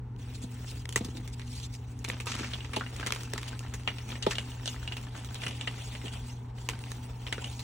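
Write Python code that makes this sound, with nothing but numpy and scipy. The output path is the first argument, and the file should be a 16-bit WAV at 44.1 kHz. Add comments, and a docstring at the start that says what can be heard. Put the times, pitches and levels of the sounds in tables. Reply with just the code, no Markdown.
"""A fan hums in the room; close to a small stereo microphone, two hands break dry chalk over a table.
The blocks snap and crackle: short noise bursts, each filtered by the rings of its piece.
Loose pieces clink and knock as decaying bursts and sagging tones; the heaviest sound the table's modes.
Powder rubs, sifts and scrapes as coloured noise and grains whose levels swell with the hands."""
import sys
import numpy as np
from scipy import signal
from scipy.fft import rfft, irfft, next_fast_len
from scipy.io import wavfile
from scipy.ndimage import uniform_filter1d

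SR = 44100
rng = np.random.default_rng(int(sys.argv[2]) if len(sys.argv) > 2 else 0)


def unload_wav(signal):
    """Save mono or channel-first audio to the path in sys.argv[1] as 16-bit WAV at rate SR, clipped to [-1, 1]."""
    wavfile.write(
        sys.argv[1],
        SR,
        np.round(np.clip(np.atleast_2d(signal).T, -1, 1) * 32767).astype(np.int16),
    )


N = 336483

# Colour of a fracture close by. Each row: frequency in Hz, gain in dB.
FRACTURE_COLOUR = [(60, -24), (200, -3.5), (450, 15.5), (700, 0.5), (950, 12.5), (1500, 5.5), (2800, 9),
                   (4500, 7), (7000, 8.5), (10000, 7.5), (15500, -0.5)]
# Colour of fine chalk powder. Each row: frequency in Hz, gain in dB.
FINE_POWDER_COLOUR = [(200, -27), (1500, -19.5), (2800, -10), (4500, -8.5), (6000, -10.5), (8200, -9.5),
                      (10500, -14), (15500, -18)]
# Chalk swept over the table and dragged on the blocks.
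# Each row: middle in seconds, length in seconds, relative level of the middle in dB.
SWEEPS = [(5.2, 0.24, -57), (5.44, 0.08, -51), (5.6, 0.41, -52), (5.79, 0.046, -46.5), (5.85, 0.11, -51.5),
          (5.94, 0.096, -54), (6.062, 0.038, -44), (6.15, 0.1, -49), (6.29, 0.13, -58.5),
          (7.44, 0.12, -48.5)]
SNAP_RING_DB = 9.5  # strength of a broken piece's ring


def gain_of(db):
    """Decibels to a factor."""
    return 10 ** (np.asarray(db) / 20)


def evened(x):
    """Scales to an rms of 1."""
    return x / np.sqrt(np.mean(x ** 2) + 1e-20)


def read(points, hz):
    """Reads a table along a log-frequency axis, holding its end values."""
    f, value = np.transpose(points)
    return np.interp(np.log(hz + 1), np.log(f + 1), value)


def add(mix, s, sound):
    """Mixes a pair of signals in at time s."""
    part = mix[:, max(round(s * SR), 0):][:, :sound.shape[1]]
    part += sound[:, :part.shape[1]]


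def bins(size):
    """Frequencies of a spectrum of this many samples."""
    return np.fft.rfftfreq(size, 1 / SR)


BINS = bins(size=2048)


def wander(hz, size):
    """Smooth random motion of rms 1, fading out above about hz."""
    padded = next_fast_len(size)
    lowpass = np.exp(-(bins(padded) / hz) ** 2)
    return evened(irfft(rfft(rng.standard_normal(padded)) * lowpass, padded)[:size])


def coloured(x, db):
    """Causal (minimum-phase) filter with the gain db, given on BINS: rings follow the click."""
    log_gain = np.log(gain_of(np.r_[db, db[-2:0:-1]]))
    taps = irfft(np.exp(np.conj(signal.hilbert(log_gain)))[:len(db)])
    return signal.oaconvolve(x, taps[None], axes=1)[:, :x.shape[1]]


def ring(hz, db, sharpness):
    """One resonant peak, as dB over frequency; it is flat if db is below 0."""
    off = sharpness * (BINS - hz) / hz
    return 10 * np.log10(1 + (gain_of(max(db, 0)) ** 2 - 1) / (1 + (2 * off) ** 2))


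def overtones(hz, db, sharpness, count=4):
    """An irregular piece has a few more rings at chance places above its first."""
    ratios = rng.uniform(1.2, 4.5, count)
    return np.max([ring(min(hz * ratio, 14000), db, sharpness) for ratio in ratios], axis=0)


def piece(colour, treble_db, even_db, hz, ring_db, sharpness):
    """Spectrum of one piece: treble_db weighs most at the top, even_db nearly alike everywhere."""
    treble = read([(3800, 0.25), (6500, 0.72)], BINS)
    even = read([(750, 0.47), (1300, 0.52)], BINS)
    rings = ring(hz, ring_db, sharpness) + overtones(hz, db=6, sharpness=24)
    return read(colour, BINS) + treble * treble_db + even * even_db + rings


def burst(blow_s, near_db, near_s, room_db, room_s, ragged_db, push, size=9000):
    """A first push and a short blow, ragged splinters and near reflections, then the faint room."""
    t = np.arange(size) / SR
    blow = np.exp(-t / blow_s)
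    near = gain_of(near_db + ragged_db * wander(540, size=size)) ** 2 * np.exp(-t / near_s)
    room = gain_of(room_db) ** 2 * np.exp(-t / room_s)
    pair = np.sqrt(blow + near + room) * rng.standard_normal((2, size))
    pair[0, 0] += push
    return pair


def at_level(x, db, attack_s):
    """Sets the rms level of the attack."""
    attack = x[:, :round(attack_s * SR)]
    return gain_of(db) * x / np.sqrt(np.mean(attack ** 2, axis=1, keepdims=True))


def clicks(per_s, spread_db):
    """Random clicks: many small, a few large."""
    happens = rng.random(N) < per_s / SR
    size = gain_of(spread_db * np.minimum(rng.exponential(1, N), 4))
    return happens * size * rng.choice([-1, 1], N)


def giving(rows, rise_s):
    """Power of squeezes or crushes: each gives way quickly, then dies down."""
    t = np.arange(N) / SR
    power = 0
    for s, db, fade_s in rows:
        rise = np.clip((t - s) / rise_s + .5, 0, 1)
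        fade = np.exp(-np.clip((t - s) / fade_s, 0, 20))
        power = power + (gain_of(db) * rise * fade) ** 2
    return power


def swelling(rows, ends_db=-9):
    """Power of strokes or scrapes: each is one smooth swell, its ends at ends_db against its middle."""
    t = np.arange(N) / SR
    power = 0
    for s, length, db in rows:
        from_middle = np.minimum((2 * (t - s) / length) ** 2, 20)
        power = power + gain_of(db + ends_db * from_middle) ** 2
    return power


def trickling():
    """Power of the loose chalk that runs from the hands."""
    # Each row: time in seconds, relative level in dB.
    trickle_levels = [(0.16, -90), (0.195, -58), (0.48, -58), (0.55, -55), (0.63, -57.5), (0.81, -54),
                      (0.845, -64), (1.1, -58.5), (1.5, -61.5), (1.95, -62.5), (2.5, -58), (3.26, -53.5),
                      (3.7, -60.5), (4.0, -55), (5.05, -56.5), (5.1, -73), (5.159, -57), (6.199, -55.5),
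                      (6.34, -63), (6.39, -65), (6.54, -76), (6.579, -57), (6.72, -57.5), (7.05, -56),
                      (7.18, -58), (7.35, -54), (7.63, -57.5)]
    return gain_of(np.interp(np.arange(N) / SR, *np.transpose(trickle_levels))) ** 2


def resting():
    """Spectrum that the blocks on the table give to what strikes or scrapes them."""
    # Each row: mode in Hz, strength in dB, sharpness.
    block_modes = [(1990, 6.5, 68), (2460, -7.5, 30), (2890, 17.5, 32), (3360, 6.5, 18)]
    return sum(ring(hz, db, sharpness) for hz, db, sharpness in block_modes)


def fan(air_db=-45.0, waver_hz=7):
    """Wavering motor tones over the rumble of moving air."""
    # Rumble of the air. Each row: frequency in Hz, gain in dB.
    rumble_colour = [(18, -27), (40, -3.5), (60, 5), (100, 0), (140, -10.5), (185, -11.5), (240, -12.5),
                     (320, -21.5), (430, -15), (620, -34.5), (860, -33), (1400, -31.5), (4000, -47),
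                     (8000, -54)]
    # Motor tones. Each row: frequency in Hz, rms level in dB, unsteadiness from 0 to 1.
    motor_tones = [(120.6, -41.5, 0.02), (199.7, -66.5, 1), (246.7, -55.5, 0.97), (286.5, -63, 0.91)]
    size, t = next_fast_len(N), np.arange(N) / SR
    spectrum = rfft(rng.standard_normal((2, size))) * gain_of(read(rumble_colour, bins(size)))
    out = gain_of(air_db) * evened(irfft(spectrum, size)[:, :N])
    for hz, db, unsteady in motor_tones:
        drift = (wander(waver_hz, size=N) + 1j * wander(waver_hz, size=N)) / np.sqrt(2)
        envelope = np.sqrt(1 - unsteady ** 2) + unsteady * drift
        tone = (envelope * np.exp(2j * np.pi * hz * t)).real
        out[0] += gain_of(db) * evened(tone)
    return out


def whirr(level_db=-63, hz=850, sharpness=6, swell_db=7.0):
    """Air whirrs through the fan's blades in one broad band that slowly grows."""
    band_db = -20 * np.log10(1 + (sharpness * (BINS - hz) / hz) ** 2)
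    air = evened(coloured(rng.standard_normal((2, N)), np.maximum(band_db, -60)))
    return air * gain_of(level_db + swell_db * np.arange(N) / N)


def rub(level_db=2.5, waver_db=2.5):
    """Skin slides on fine powder: soft rubbing noise with a slightly uneven, fixed tone colour."""
    # Each row: frequency in Hz, gain in dB.
    rub_colour = [(100, -17.5), (250, 9), (600, 0), (1000, -5.5), (1800, -3.5), (2800, 0.5), (4800, -5.5),
                  (7100, -7.5), (9500, -2.5), (11500, -40.5), (15500, -2)]
    # Narrow peaks in the colour of the noise. Each row: frequency in Hz, strength in dB, sharpness.
    rub_peaks = [(2676, 4.2, 25), (3480, 2.2, 56), (5500, 6, 52), (6000, 6, 56), (6960, 4.2, 17),
                 (8100, 2.4, 58)]
    colour = read(rub_colour, BINS) + sum(ring(hz, db, sharpness) for hz, db, sharpness in rub_peaks)
    noise = evened(coloured(rng.standard_normal((2, N)), colour))
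    return noise * gain_of(level_db + waver_db * wander(40, size=N))


def powder(level_db=2, patch_db=9, slip_db=3, count=5):
    """Fine grains rub and sift: each patch of contact has its own pitch, and catches and slips by itself."""
    out = np.zeros((2, N))
    for hz in np.geomspace(2800, 12000, count):
        grains = evened(clicks(per_s=900, spread_db=3.5))
        fizz = np.array([grains, grains * rng.choice([-1, 1], N)]) + rng.standard_normal((2, N))
        fizz = coloured(fizz, read(FINE_POWDER_COLOUR, BINS) + ring(hz, patch_db, sharpness=1.0))
        out += fizz * gain_of(slip_db * wander(60, size=N))
    return evened(out) * gain_of(level_db)


def grit(level_db=-5, grains_per_s=100, count=28):
    """Separate hard grains patter down out of the powder, each with a thin ring."""
    out = np.zeros((2, N))
    for hz in np.geomspace(2200, 9500, count):
        tick = burst(blow_s=.0003, near_db=-17, near_s=.005, room_db=-32, room_s=.03, ragged_db=3, push=2)
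        tick = coloured(tick, read(FINE_POWDER_COLOUR, BINS) + ring(hz, db=15, sharpness=22))
        falls = clicks(grains_per_s / count, spread_db=3)
        out += signal.oaconvolve(falls[None], evened(tick), axes=1)[:, :N]
    return evened(out) * gain_of(level_db)


def scrape(level_db=0, judder_db=2.0, blocks_share=0.36):
    """Swept powder rubs, gritty with coarse grains, and softly sounds the blocks on the table."""
    # Each row: frequency in Hz, gain in dB.
    scrape_colour = [(150, -19), (400, 2.5), (900, 4.5), (1400, -17), (2200, 2.5), (3400, 1), (4700, -10),
                     (7000, -4), (10000, -4), (15500, -54)]
    grains = np.array([evened(clicks(per_s=1100, spread_db=3)) for signal_index in range(2)])
    contact = 1.5 * grains + rng.standard_normal((2, N))
    sweep = evened(coloured(contact, read(scrape_colour, BINS) + blocks_share * resting()))
    return sweep * gain_of(level_db + judder_db * wander(60, size=N)) * np.sqrt(swelling(SWEEPS))


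def patchy(x, patch_db=3.6, patch_s=.016, patch_hz=380):
    """Uneven friction: the noise swells and fades at random in small patches of time and frequency."""
    z = signal.stft(x, nperseg=512)[2]
    field = rng.standard_normal(z.shape[1:])
    # two passes of smoothing over frequency and time spread the chance into patches
    for smoothing in range(2):
        field = uniform_filter1d(field, max(round(patch_hz * 512 / SR), 1), axis=0)
        field = uniform_filter1d(field, max(round(patch_s * SR / 256), 1), axis=1)
    return signal.istft(z * evened(gain_of(patch_db * evened(field))), nperseg=512)[1][:, :N]


def crumbs(level_db=1.5, clump_db=2.5, ring_db=14, sharpness=12, per_s=620, spread_db=4.5, count=32):
    """Crumbs of many sizes break off in clumps, each size with its own ring."""
    # Each row: frequency in Hz, gain in dB.
    crumb_colour = [(80, -53), (220, 21), (450, 3), (650, 8.5), (900, 9), (1500, 1), (2900, 1),
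                    (4500, -5.5), (7000, -20), (15500, -38)]
    out = np.zeros((2, N))
    for hz in np.geomspace(1300, 8000, count):
        tick = burst(blow_s=.0004, near_db=-16, near_s=.006, room_db=-29, room_s=.03, ragged_db=3, push=2)
        tick = coloured(tick, read(crumb_colour, BINS) + ring(hz, ring_db, sharpness))
        breaks = clicks(per_s / count, spread_db)
        out += signal.oaconvolve(breaks[None], tick, axes=1)[:, :N]
    return evened(out) * gain_of(level_db + clump_db * wander(36, size=N))


def chips(crumbling, level_db=1.5, dullest_db=-30, even_db=-12, splinters_db=-20, sharpness=4, count=34):
    """Small chips crack off at chance moments, louder when the chalk is crumbling hard."""
    # Lowest and highest ring of the chips in Hz.
    chip_range = [1390, 4250]
    out = np.zeros((2, N))
    for when, pitch, dullness in rng.random((count, 3)):
        hz, at = np.interp(pitch, [0, 1], chip_range), int(when * N)
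        crack = burst(blow_s=.0006, near_db=splinters_db, near_s=.007, room_db=-34, room_s=.03,
                      ragged_db=2.5, push=3)
        spectrum = piece(FRACTURE_COLOUR, dullest_db * dullness, even_db, hz, SNAP_RING_DB, sharpness)
        crack = coloured(crack, spectrum)
        add(out, at / SR, crumbling[at] * at_level(crack, level_db, attack_s=.004))
    return out


def crunch(level_db=0, grains_per_s=1500, spread_db=2.5, clump_db=2.0, rise_s=0.0037, count=8):
    """A dense crowd of coarse grains shears at once as a piece collapses, bright and crunching."""
    # Each row: start in seconds, level in dB, time in which it dies down in seconds.
    crushes = [(2.272, -40, 0.11), (2.3165, -31.5, 0.019), (2.35, -43, 0.035), (2.385, -44.5, 0.16),
               (4.308, -34.5, .02)]
    # Each row: frequency in Hz, gain in dB.
    crush_colour = [(200, -30), (1000, 2), (2000, 3), (3500, 2), (5500, 0.5), (7500, -2), (9200, -5.5),
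                    (11000, -35), (15500, -42)]
    out = np.zeros((2, N))
    for hz in np.geomspace(2000, 7000, count):
        grains = np.array([clicks(grains_per_s / count, spread_db) for signal_index in range(2)])
        out += coloured(grains, read(crush_colour, BINS) + ring(hz, db=8, sharpness=6))
    clumps = gain_of(level_db + clump_db * wander(120, size=N))
    return evened(out) * clumps * np.sqrt(giving(crushes, rise_s))


def lump(level_db=-23):
    """The table gives a deep answer under the two heaviest lumps; a soft landing spares the higher modes."""
    # Each row: landing in seconds, relative level in dB, softness in dB lost per octave.
    landings = [(2.766, -4.5, 6.5), (4.2688, 2, 9.5)]
    # Modes of the table top. Each row: frequency in Hz, relative level in dB, 60 dB decay in seconds.
    table_modes = [(410, -3.5, 0.099), (520, 0, 0.035), (635, 6, 0.051), (858, 10, 0.054), (960, 1, 0.023)]
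    out, t = np.zeros((2, N)), np.arange(6000) / SR
    contact = 1 - np.exp(-t / .0007)
    for s, db, softness_db in landings:
        for hz, mode_db, t60 in table_modes:
            strength_db = level_db + db + mode_db - softness_db * np.log2(hz / table_modes[0][0])
            mode = contact * gain_of(strength_db - 60 * t / t60) * np.exp(2j * np.pi * hz * t)
            add(out, s, np.array([mode.imag, mode.real]))
    return out


def thuds(level_db=0, rattle_db=-15, dull_db=12, rise_cycles=1.33, sag=0.72, sag_s=0.013):
    """Heavy lumps knock on palm and table: a few round cycles of sagging pitch, then a faint rattle."""
    # Each row: start in seconds, level in dB, starting pitch in Hz.
    knocks = [(0.439, -31.5, 285), (0.9609, -28, 460), (0.962, -31.5, 188.4), (1.0084, -26, 314),
              (1.0496, -31.5, 295), (1.055, -32, 168), (1.085, -35, 390), (1.150, -33.5, 372),
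              (1.181, -39, 400), (1.198, -37, 307), (2.101, -39, 465), (2.407, -31, 386),
              (2.7665, -26, 372), (3.064, -40, 450), (3.3362, -31, 460), (4.2665, -15.5, 532),
              (5.464, -34, 203), (6.04, -37, 353), (6.048, -34.5, 336), (7.381, -34, 594)]
    # Colour of the rattle. Each row: frequency in Hz, gain in dB.
    rattle_colour = [(70, -41), (190, 16), (290, 0.5), (420, 4), (520, 5), (590, -19), (680, 4), (770, -6),
                     (900, 3), (1400, -16), (4000, 21), (12000, -59)]
    out, t = np.zeros((2, N)), np.arange(9000) / SR
    for s, db, hz in knocks:
        age = t * hz / rise_cycles  # 1 at the peak, so high knocks peak sooner
        pitch = hz * (1 - sag * (1 - np.exp(-t / sag_s)))
        knock = (age * np.exp(1 - age)) ** 2 * np.exp(2j * np.pi * np.cumsum(pitch) / SR)
        rattle = burst(blow_s=1 / hz, near_db=-10, near_s=.012, room_db=-20, room_s=.04, ragged_db=2, push=0)
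        softness_db = dull_db * np.log2(np.maximum(BINS / (2 * hz), 1))
        rattle = coloured(rattle, np.maximum(read(rattle_colour, BINS) - softness_db, -80))
        rattle = at_level(rattle, rattle_db, attack_s=0.015)
        add(out, s, gain_of(db + level_db) * (np.array([knock.imag, knock.real]) + rattle))
    return out


def clinks(level_db=-4, push=5, blocks_share=0.7, chatter_db=-6, even_db=-30):
    """Falling pieces ring briefly together with the blocks they hit, and chatter as they settle."""
    # Each row: landing in seconds, level in dB before level_db, ring in Hz, treble tilt in dB.
    landings = [(2.4325, -32.5, 1450, -22), (2.446, -32, 2080, -33), (2.5347, -28.5, 3250, -29),
                (2.605, -36.5, 2650, -41), (2.81, -28, 1476, -36), (2.864, -35.5, 2080, -37),
                (3.029, -31, 1580, -36), (3.48, -38, 3200, -14), (3.876, -19, 2180, -29),
                (3.9841, -35, 3030, -12), (4.1185, -34.5, 3260, -37), (4.156, -39.5, 2330, -15),
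                (4.2252, -28, 3880, -7), (4.232, -30, 3200, -10), (4.3184, -34.5, 1740, -15),
                (4.354, -30.5, 3400, -12), (4.3834, -22.5, 2790, -9), (4.517, -41.5, 3140, -11),
                (4.658, -29, 3900, -6), (4.6762, -25.5, 3470, -13), (4.829, -40, 1510, -4),
                (4.8766, -29.5, 2550, -20), (4.922, -30, 2700, -19), (5.4185, -35, 2330, -17),
                (5.435, -30, 2270, -21), (5.465, -27.5, 2550, -18), (5.51, -36, 2820, -8),
                (5.611, -29, 2840, -13), (5.6733, -27.5, 2020, -32), (5.6745, -25.5, 2870, -29),
                (5.951, -35.5, 2190, -14), (6.015, -42, 2110, -27), (6.0813, -37.5, 2960, -9),
                (7.3259, -23, 2460, -13), (7.3278, -37, 2850, -27), (7.381, -37, 1430, -28),
                (7.443, -30.5, 2860, -3)]
    # Each row: frequency in Hz, gain in dB.
    clink_colour = [(60, -3), (200, 5), (450, 16), (700, 16), (1000, 11), (1500, 11.5), (3000, 7.5),
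                    (4500, 12.5), (7000, 18), (10000, 19), (15500, -75)]
    # a middling piece rings at middling_hz; bigger ones ring lower and more purely
    middling_hz, middling_ring_db, purer_db_per_octave = 2500, 24, 15
    middling_sharpness, purity_share = 3.2, 0.67  # share of the stronger ring that also narrows it
    out = np.zeros((2, N))
    for s, db, hz, treble_db in landings:
        hit = burst(blow_s=.001, near_db=chatter_db, near_s=.006, room_db=-27, room_s=.03,
                    ragged_db=2.5, push=push)
        purer_db = purer_db_per_octave * max(np.log2(middling_hz / hz), 0)
        sharpness = middling_sharpness * gain_of(purity_share * purer_db)
        spectrum = piece(clink_colour, treble_db, even_db, hz, middling_ring_db + purer_db, sharpness)
        hit = coloured(hit, spectrum + blocks_share * resting())
        add(out, s, at_level(hit, db + level_db, attack_s=.005))
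    return out


def split(level_db=-16, split_s=0.9603):
    """The whole block splits in two and its halves ring briefly as they part."""
    # Each row: mode in Hz, relative level in dB, 60 dB decay in seconds.
    half_modes = [(1030, -10, 0.02), (1940, 5.5, 0.012), (5360, -13, 0.014), (7840, -4, 0.012)]
    out, t = np.zeros((2, N)), np.arange(3000) / SR
    opening = 1 - np.exp(-t / .0005)
    for hz, db, t60 in half_modes:
        turn = np.exp(2j * np.pi * (hz * t + rng.random()))
        mode = opening * gain_of(level_db + db - 60 * t / t60) * turn
        add(out, split_s, np.array([mode.imag, mode.real]))
    return out


def snaps(level_db=-7.5, sharpness=5, even_db=-24, even_slope=0.99):
    """A crack runs through the block in about a millisecond; splinters and the ring of the piece follow."""
    # Single fractures, loud and faint. Each row: start in seconds, level in dB before level_db,
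    # treble tilt in dB, ring of the piece in Hz, level of the splinters after the crack in dB.
    fractures = [(0.163, -50.5, -5, 3000, -31), (0.8554, -30, -19, 1920, -37), (0.8917, -28, 6, 3020, -11),
                 (0.926, -30, 2, 3100, -8), (0.9596, -14.5, 1.5, 2060, -8), (1.0469, -31, 3, 4860, 15),
                 (1.1708, -35.5, -12, 4150, -8), (1.277, -34.5, 1, 2060, -9), (1.396, -34.5, -20, 2170, -6),
                 (1.4173, -38, -26, 1980, -8), (1.566, -40, -8, 4300, -8), (1.6001, -36.5, -14, 4660, -14),
                 (1.9907, -41.5, 20, 1500, -8), (2.044, -31.5, 4, 2270, -8), (2.0477, -24, -19, 2410, -13),
                 (2.087, -28.5, 16, 2640, 1), (2.1004, -21, -55, 2050, -25),
                 (2.2017, -27.5, -19, 2380, -10), (2.2076, -33.5, 11, 2060, -10),
                 (2.2586, -34, 11, 1360, -1), (2.269, -25.5, -14, 1286, 6.5), (2.316, -37, -3, 2380, -13),
                 (2.342, -31, -32, 1590, -11), (2.353, -30, 3, 1700, -19), (2.389, -32, -10, 2300, -8),
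                 (2.396, -37, -8, 2820, -10), (2.647, -33.5, -27, 2330, -3), (2.7335, -26, -26, 2290, 6),
                 (2.7631, -21.5, -18, 2900, -1), (2.798, -34, -7, 3500, -14), (2.9644, -33, 2, 2110, -12),
                 (2.9987, -33, -29, 1750, -12), (3.009, -32, -22, 2120, -12),
                 (3.0636, -22.5, -14, 1490, -6), (3.071, -22.5, -8, 2100, -11),
                 (3.076, -31, -19, 2020, -23), (3.106, -23, -25, 1380, -30), (3.1231, -16, -16, 2210, -18),
                 (3.136, -31, -1, 1900, -10), (3.149, -30.5, 15, 2700, -10), (3.161, -28, -17, 1410, -13),
                 (3.2084, -34.5, -9, 3130, -7), (3.234, -32, 8, 1380, -14), (3.3357, -21.5, -7, 1900, -22),
                 (3.379, -25, -12, 2000, -12), (3.4163, -38, -2, 2280, -17), (3.431, -30, -17, 2400, -30),
                 (3.5927, -31, 13, 3000, -12), (3.6287, -42, -22, 1820, 0), (3.664, -41, -28, 1970, -10),
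                 (3.738, -30, 3, 1740, 10), (3.8344, -43.5, -10, 1900, -8), (3.8773, -28, -22, 3120, -7),
                 (4.2654, -21, -23, 1220, -5), (4.3082, -28, -12, 2640, 9), (4.9685, -29.5, -14, 2740, -6),
                 (5.014, -41, 14, 3300, -18), (5.0284, -43, 2, 3480, -10), (5.2468, -34, 2, 3380, -10),
                 (5.345, -30.5, 2, 3900, -17), (5.3535, -32.5, -26, 3530, -5), (5.481, -28.5, -6, 2870, 8),
                 (6.689, -18.5, -11, 2220, -14), (6.697, -26, -16, 2500, -11), (6.6994, -31, 1, 2900, -12),
                 (6.791, -37.5, 0, 1910, -26), (6.839, -33.5, -20, 2640, -12),
                 (6.9177, -28.5, 2, 1710, -19), (7.2674, -28, -30, 2920, -13),
                 (7.274, -31, -33, 2800, -8.5), (7.327, -29.5, -19, 2950, -4), (7.5935, -31, -5, 4070, -1)]
    out = np.zeros((2, N))
    for s, db, treble_db, hz, splinters_db in fractures:
        crack = burst(blow_s=.0008, near_db=splinters_db, near_s=.007, room_db=-34, room_s=.03,
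                      ragged_db=3, push=6)
        spectrum = piece(FRACTURE_COLOUR, treble_db, even_db - even_slope * treble_db, hz,
                         SNAP_RING_DB, sharpness)
        add(out, s, at_level(coloured(crack, spectrum), db + level_db, attack_s=.004))
    return out


def widened(pair, left_db=.4):
    """Stereo widening: left is the first signal; right is it phase-shifted, blended with the second."""
    # Likeness of the two channels. Each row: frequency in Hz, likeness from -1 to 1.
    channel_likeness = [(200, .995), (320, .95), (450, .8), (620, -.1), (800, -.1), (1100, .55),
                        (1900, .88), (2500, .45), (3500, .35), (4200, 0), (4800, -.5), (5300, -.2),
                        (5700, .85), (10000, .9), (12000, .99), (15500, .82)]
    # Each row: frequency in Hz, phase by which the right leads in radians.
    right_lead = [(100, 0), (2500, .1), (5600, .45), (8000, 1.6), (10000, 2.6), (11500, 3.1), (13500, 3.4),
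                  (15500, 4.4)]
    size = next_fast_len(N + 2048)
    (shared, own), hz = rfft(pair, size), bins(size)
    same = read(channel_likeness, hz)
    right = same * np.exp(1j * read(right_lead, hz)) * shared + np.sqrt(1 - same ** 2) * own
    return irfft(np.array([gain_of(left_db) * shared, right]), size)[:, :N]


def scene():
    """Chalk and fan at the microphone."""
    # The chalk gives way in the fist and crumbles on.
    # Each row: start in seconds, relative level in dB, time in which it dies down in seconds.
    squeezes = [(0.96, -48, 0.066), (2.081, -42.5, 0.077), (2.28, -43, 0.23), (2.75, -53, 0.93),
                (2.99, -47.5, 0.14), (3.1, -46, 0.068), (3.33, -49.5, 0.37), (3.87, -47, 0.062),
                (4.09, -42, 0.058), (4.3, -46.5, 0.22), (4.66, -53, 1), (4.91, -58, 0.099),
                (5.16, -44, 0.024), (5.42, -61, 0.19), (5.67, -49, 0.054), (6.70, -45, 0.048)]
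    # Fingers slide over chalk and powder.
    # Each row: middle in seconds, length in seconds, relative level of the middle in dB.
    strokes = [(0.353, 0.03, -51.5), (0.435, 0.034, -47.5), (0.691, 0.055, -47.5), (0.781, 0.087, -55),
               (1.171, 0.031, -50.5), (1.338, 0.02, -50.5), (1.553, 0.16, -50), (1.645, 0.04, -44.5),
               (1.747, 0.041, -49.5), (3.486, 0.026, -47), (4.11, 0.098, -54), (4.318, 0.041, -44),
               (4.696, 0.12, -49), (5.43, 0.055, -49.5), (5.88, 0.4, -54), (6.136, 0.021, -48),
               (6.297, 0.13, -56.5), (6.62, 0.11, -60), (6.912, 0.16, -56), (7.59, 0.3, -54)]
    # shares of the trickle and the squeezes that sound as crumbs or as powder
    trickle_crumbs_db, squeeze_powder_db, trickle_powder_db = -5, -7.5, -12

    squeeze, trickle = giving(squeezes, rise_s=0.032), trickling()
    loose = trickle + swelling(SWEEPS)
    crumbling = np.sqrt(squeeze + gain_of(trickle_crumbs_db) ** 2 * loose)
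    carried = gain_of(squeeze_powder_db) ** 2 * squeeze + gain_of(trickle_powder_db) ** 2 * trickle
    rubbing = np.sqrt(swelling(strokes) + carried)

    background = fan() + whirr()
    friction = patchy(scrape() + np.sqrt(trickle) * rub() + rubbing * powder()) + rubbing * grit()
    breaking = crumbling * crumbs() + chips(crumbling) + crunch()
    hits = lump() + thuds() + clinks() + split() + snaps()
    return widened(background + friction + breaking + hits)


def record(dry):
    """The recorder's band limit, at 15.9 kHz."""
    lowpass = signal.firwin(255, 15900, window=("kaiser", 8), fs=SR)
    return signal.oaconvolve(dry, lowpass[None], "same")


dry = scene()
out = record(dry)
unload_wav(out)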